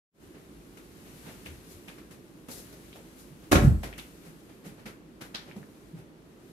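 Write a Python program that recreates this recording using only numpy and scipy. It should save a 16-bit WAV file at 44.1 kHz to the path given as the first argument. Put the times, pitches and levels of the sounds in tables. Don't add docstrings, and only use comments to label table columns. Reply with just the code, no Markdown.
import sys
import numpy as np
from scipy import signal
from scipy.fft import rfft, irfft, next_fast_len
from scipy.io import wavfile
from scipy.ndimage import uniform_filter1d, map_coordinates

SR = 44100
rng = np.random.default_rng(int(sys.argv[2]) if len(sys.argv) > 2 else 0)


def master(y):
    cut = np.clip(np.atleast_2d(y).T, -1, 1)
    pcm = np.round(cut * 32767)
    wavfile.write(sys.argv[1], SR, pcm.astype(np.int16))


N = 287532

# frequency in Hz, relative density in dB.
AIR_DB = [(25, -23), (52, 1.5), (64, -8), (85, -12), (120, -5.5), (170, 0), (240, -2.5), (320, 1),
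          (500, -9.5), (750, -19), (1500, -24.5), (2500, -28.5), (4000, -33), (11000, -43.5), (15500, -44)]
RUB_DB = [(200, 19), (500, -0.5), (1300, 1), (2800, 0.5), (4500, -5.5), (9000, -65)]
FIBRE_HISS_DB = [(1500, -19.5), (4000, 0), (6500, 1), (9000, 0), (11500, 3), (15500, -4)]
DULL_BODY_DB = [(50, -17), (130, 1), (280, -0.5), (580, -7), (900, -14), (2000, -80)]
COVER_SMACK_DB = [(300, -1), (750, -3), (1500, 1), (2500, -1), (4000, -8), (6000, -13.5), (12000, -32)]
PADDING_DB = [(35, -12), (52, -2.5), (80, 2), (105, -6), (140, 0.5), (200, -3.5), (300, -18.5), (600, -33),
              (1500, -51)]
# time in seconds, level in dB.
SLIDES = [
    [(0.33, -68), (0.4, -67.5), (0.83, -66.5), (1.2, -59), (1.93, -65.5), (2.19, -70), (2.51, -68),
     (2.67, -61.5), (3.48, -67)],
    [(4.1, -63.5), (4.75, -71), (4.95, -77.5), (5.26, -72.5), (5.37, -70.5), (5.89, -68.5), (6.02, -79.5),
     (6.34, -73), (6.5, -68)],
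]
# start in seconds, level in dB, relative hiss in dB,
# rise in seconds.
STROKES = [(.335, -61.5, -20, 0.017), (1.02, -63, -4, 0.056), (1.225, -53, -7, 0.063),
           (1.655, -66.5, 10, 0.064), (2.495, -61, 15.5, 0.024), (2.54, -61.5, 11.5, 0.046),
           (3.161, -70, 12.5, 0.039), (3.409, -64.5, -3, .03), (4.21, -61, -1, 0.058),
           (4.635, -54.5, -2, 0.028), (4.76, -61, -8, 0.037), (5.45, -56.5, -16, 0.042),
           (5.93, -63, -4, .06)]
# start in seconds, level in dB, relative body in dB, relative hiss in dB.
PATS = [(.769, -55, 2, -3), (1.454, -51, 4, -2.5), (1.876, -51.5, 1.5, -6), (1.978, -55, 4, -9),
        (2.106, -55.5, 4.5, -0.5), (2.483, -51.5, 9, 0), (2.722, -59, 8, 2), (2.954, -54.5, 8.5, -4.5),
        (3.829, -43, 4.5, -6.5), (3.976, -47.5, -1, 0), (4.49, -60, 4, -12), (4.855, -46, 0, -7.5),
        (5.208, -44.5, 1.5, -5.5), (5.341, -41.5, -7, -13.5), (5.559, -59, 15.5, -2)]
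# start in seconds, level in dB, centre in Hz.
TICKS = [(1.461, -40.5, 2320), (1.883, -44.5, 2450), (2.929, -48, 2760), (2.957, -46, 620),
         (3.835, -34.5, 564), (3.928, -41.5, 2160), (3.989, -38.5, 2660), (5.348, -30.5, 3640),
         (5.513, -48, 2080), (5.63, -53, 1510)]
# deepest moment in seconds, level in dB, pitch in Hz.
LOADS = [(1.507, -44, 80), (1.762, -50, 91.5), (3.32, -48, 147), (3.564, -19, 76), (3.647, -18.5, 87),
         (3.676, -9, 134.4), (4.28, -46.5, 168), (4.676, -40.5, 180), (4.866, -43.5, 219),
         (5.573, -37.5, 203), (5.947, -37.5, 166)]
# frequency in Hz, gain in dB, T60 in seconds.
BED_MODES = [(51.2, -9, 0.61), (78.4, -13, .38), (131.6, -11.5, 0.13), (161.8, -18, 0.41), (206, -20, 0.45),
             (246.4, -16.5, 0.27)]
# start in seconds, level in dB, relative body in dB,
# relative hiss in dB, rise in seconds, T60 in seconds.
SLAP_BLOWS = [(3.513, -27.5, 8.5, -2.5, 0.0069, 0.088), (3.527, -25, 10, -6.5, 0.00078, 0.043),
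              (3.549, -27, 6, -21, 0.0103, 0.046)]
# centre in Hz, width in Hz, boost in dB.
HOLLOWS = [(317, 19.4, 10.5), (392, 11, 7.5), (578, 19, 10.5), (750, 33, 4.5), (842, 8.4, 5),
           (1075, 48, 9.5), (1347, 95, 9), (1687, 35, 7.5), (1935, 33, 5.5), (2300, 45, 5.5), (2530, 37, 4),
           (3000, 20, 4), (3860, 46, 9.5), (6460, 1900, 4)]
# start in seconds, level in dB, rise in seconds.
LANDINGS = [(3.52, -25, 0.019), (3.615, -18, 0.034)]
# frequency in Hz, level in dB, T60 in seconds.
SPRING_MODES = [(4285, -65, .9), (7700, -55, 0.7), (10700, -67, 0.7), (12300, -68, .45)]
# frequency in Hz, T60 in seconds.
ROOM_T60_S = [(100, 0.49), (450, 0.39), (1300, 0.42), (4000, 0.25), (14000, 0.38)]
# frequency in Hz, side gain in dB.
SIDE_GAIN_DB = [(40, -16.5), (130, -11), (420, -8.5), (800, -4), (1300, 2.5), (2500, -0.5), (15000, 0.5)]
# frequency in Hz, left over right in dB.
LEFT_LEAN_DB = [(50, 1.5), (180, -2), (450, -3), (1000, 0), (3000, 2), (8000, 4), (14000, 3.5)]
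# time in seconds, gain in dB.
FADE_IN_DB = [(0, -91), (.11, -52), (.15, -15), (.23, 0)]


def amp(db):
    return 10 ** (np.asarray(db) / 20)


def unit_rms(x):
    return x / np.sqrt(np.mean(x ** 2) + 1e-20)


def at_hz(rows, hz):
    knots_hz, values = np.transpose(rows)
    return np.interp(np.log(hz + 1), np.log(knots_hz + 1), values)


def per_sample(rows):
    return np.interp(np.arange(N) / SR, *np.transpose(rows))


def wobble(rate_hz):
    knots = rng.standard_normal(int(N * rate_hz / SR) + 4)
    return map_coordinates(knots, [np.arange(N) * rate_hz / SR])


def filtered(x, response):
    size = x.shape[-1]
    padded = next_fast_len(size + SR // 4)
    return irfft(rfft(x, padded) * response(np.fft.rfftfreq(padded, 1 / SR)), padded)[..., :size]


def noise(spectrum_db, size):
    return unit_rms(filtered(rng.standard_normal((2, size)), lambda hz: amp(at_hz(spectrum_db, hz))))


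def add(track, start_s, sound):
    part = track[..., round(start_s * SR):][..., :sound.shape[-1]]
    part += sound[..., :part.shape[-1]]


def rise_and_decay(t, rise_s, t60_s):
    return np.minimum(t / rise_s, 1) * amp(-60 * np.maximum(t - rise_s, 0) / t60_s)


def ventilation(level_db=-53):
    return amp(level_db) * noise(AIR_DB, N)


def fibres(size, left_db=1.5):
    mid, side = noise(FIBRE_HISS_DB, size)
    lean = np.tanh(left_db * np.log(10) / 20 / 2)
    return np.array([mid + lean * side, side + lean * mid])


def sheets(mean_rub_db=-62, flutter_db=0.5, grain_db=0.5):
    slide_db = per_sample(np.vstack(SLIDES))
    rub_db = mean_rub_db + slide_db - slide_db.mean()
    catches = unit_rms(amp(flutter_db * wobble(24.88) + grain_db * wobble(700)))
    return catches * (amp(rub_db) * noise(RUB_DB, N) + amp(slide_db) * fibres(N))


def in_room(colour, force, wet_db):
    hz, t, bands = signal.stft(colour, SR, nperseg=128)
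    direct = uniform_filter1d(force ** 2, SR // 1000)[::64]
    direct = np.pad(np.abs(direct), (0, len(t) - len(direct)))
    tail = amp(-120 * t / at_hz(ROOM_T60_S, hz)[:, None])
    tail /= tail.sum(1, keepdims=True)
    reverb = signal.fftconvolve(direct[None], tail, axes=1)[:, :len(t)]
    power = direct + amp(wet_db) ** 2 * reverb
    envelope = np.sqrt(np.abs(power) / power.max(1, keepdims=True))
    return signal.istft(bands * envelope, SR, nperseg=128)[1]


def cloth_blow(body_db, hiss_db, rise_s, t60_s, wet_db, crinkle_db):
    t = np.arange(SR * 2 // 3) / SR
    colour = noise(COVER_SMACK_DB, len(t))
    colour += amp(body_db) * noise(DULL_BODY_DB, len(t))
    colour += amp(hiss_db) * fibres(len(t))
    jitter = np.interp(t * 500, np.arange(400), rng.standard_normal(400))
    crinkle = unit_rms(amp(crinkle_db * jitter))
    return in_room(colour, rise_and_decay(t, rise_s, t60_s) * crinkle, wet_db)


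def strokes(body_db=7):
    out = np.zeros((2, N))
    for start_s, db, hiss_db, rise_s in STROKES:
        stroke = cloth_blow(body_db, hiss_db, rise_s, t60_s=0.27, wet_db=-3.5, crinkle_db=0.5)
        add(out, start_s, amp(db) * stroke)
    return out


def pats():
    out = np.zeros((2, N))
    for start_s, db, body_db, hiss_db in PATS:
        pat = cloth_blow(body_db, hiss_db, rise_s=0.0055, t60_s=0.19, wet_db=-3, crinkle_db=2)
        add(out, start_s, amp(db) * pat)
    return out


def frame_ticks(log_width=0.26, t60_s=0.021, reslip_s=0.0082, reslip_db=-6, reslip_ratio=1.27):
    out, t = np.zeros((2, N)), np.arange(SR // 2) / SR
    snap = amp(-60 * t / t60_s)
    reslips = [(start_s + reslip_s, db + reslip_db, hz * reslip_ratio) for start_s, db, hz in TICKS]
    for start_s, db, centre_hz in list(TICKS) + reslips:
        band = lambda hz: 1 / (1 + np.abs(np.log((hz + 1) / centre_hz) / log_width) ** 3)
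        colour = unit_rms(filtered(rng.standard_normal((2, len(t))), band))
        add(out, start_s, amp(db) * in_room(colour, snap, wet_db=-4))
    return out


def bed_rings(push):
    t = np.arange(SR) / SR
    ring = sum(amp(db - 60 * t / t60_s) * np.cos(2 * np.pi * hz * t) * 2 * hz / SR
               for hz, db, t60_s in BED_MODES)
    return push + signal.fftconvolve(push, ring[None], axes=1)[:, :N]


def mattress(heave_s=0.036, ref_db=-20, rebound_s=0.041, rebound_ratio=0.726, wall_db=-2):
    heaves, t = np.zeros(N), np.arange(SR // 4) / SR
    for deepest_s, load_db, load_hz in LOADS:
        rebound_db = -8.5 + 0.2 * (load_db - ref_db)
        for bounce in range(3):
            db = load_db + bounce * rebound_db
            hz = load_hz * rebound_ratio ** bounce
            length_s = heave_s * np.sqrt(100 / hz) * amp(-0.23 * (db - ref_db))
            swell = np.sin(np.pi * np.minimum(t / length_s, 1)) ** 2
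            heave = amp(db) * swell * np.sin(2 * np.pi * hz * (length_s / 2 - t))
            add(heaves, deepest_s + bounce * rebound_s - length_s / 2, heave)
    side_wall_echo = amp(wall_db) * np.roll(heaves, SR // 90)
    return bed_rings(np.array([heaves, side_wall_echo]))


def hollows(hz):
    peaks = [1 + (amp(db) - 1) * 1j * hz * width_hz / (centre_hz ** 2 - hz ** 2 + 1j * hz * width_hz)
             for centre_hz, width_hz, db in HOLLOWS]
    return np.prod(peaks, axis=0)


def slap():
    out = np.zeros((2, N))
    for start_s, db, body_db, hiss_db, rise_s, t60_s in SLAP_BLOWS:
        blow = cloth_blow(body_db, hiss_db, rise_s, t60_s, wet_db=0.5, crinkle_db=2.5)
        add(out, start_s, amp(db) * blow)
    return filtered(out, hollows)


def landing(t60_s=0.33):
    out, t = np.zeros((2, N)), np.arange(SR * 2 // 3) / SR
    for start_s, db, rise_s in LANDINGS:
        add(out, start_s, amp(db) * rise_and_decay(t, rise_s, t60_s) * noise(PADDING_DB, len(t)))
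    return bed_rings(out)


def spring(start_s=3.625, waver_cycles=0.13):
    out, t = np.zeros((2, N)), np.arange(SR) / SR
    for hz, db, t60_s in SPRING_MODES:
        cycles = hz * t + waver_cycles * wobble(92)[:SR] + rng.random((2, 1))
        add(out, start_s, amp(db - 60 * t / t60_s) * np.sin(2 * np.pi * cycles))
    return out


def scene():
    cloth = sheets() + pats() + strokes() + slap()
    bed = landing() + frame_ticks() + mattress() + spring()
    mid, side = cloth + bed + ventilation()
    side = filtered(side, lambda hz: amp(at_hz(SIDE_GAIN_DB, hz)))
    left_right = np.array([mid + side, mid - side])
    return filtered(left_right, lambda hz: amp(np.outer([0.5, -0.5], at_hz(LEFT_LEAN_DB, hz))))


def record(dry, low_cut_hz=34, roll_off_hz=14200, top_hz=15650):
    def passband(hz):
        return (hz < top_hz) / np.sqrt(1 + (low_cut_hz / (hz + 1)) ** 10 + (hz / roll_off_hz) ** 20)
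    return filtered(dry * amp(per_sample(FADE_IN_DB)), passband)


dry = scene()
out = record(dry)
master(out)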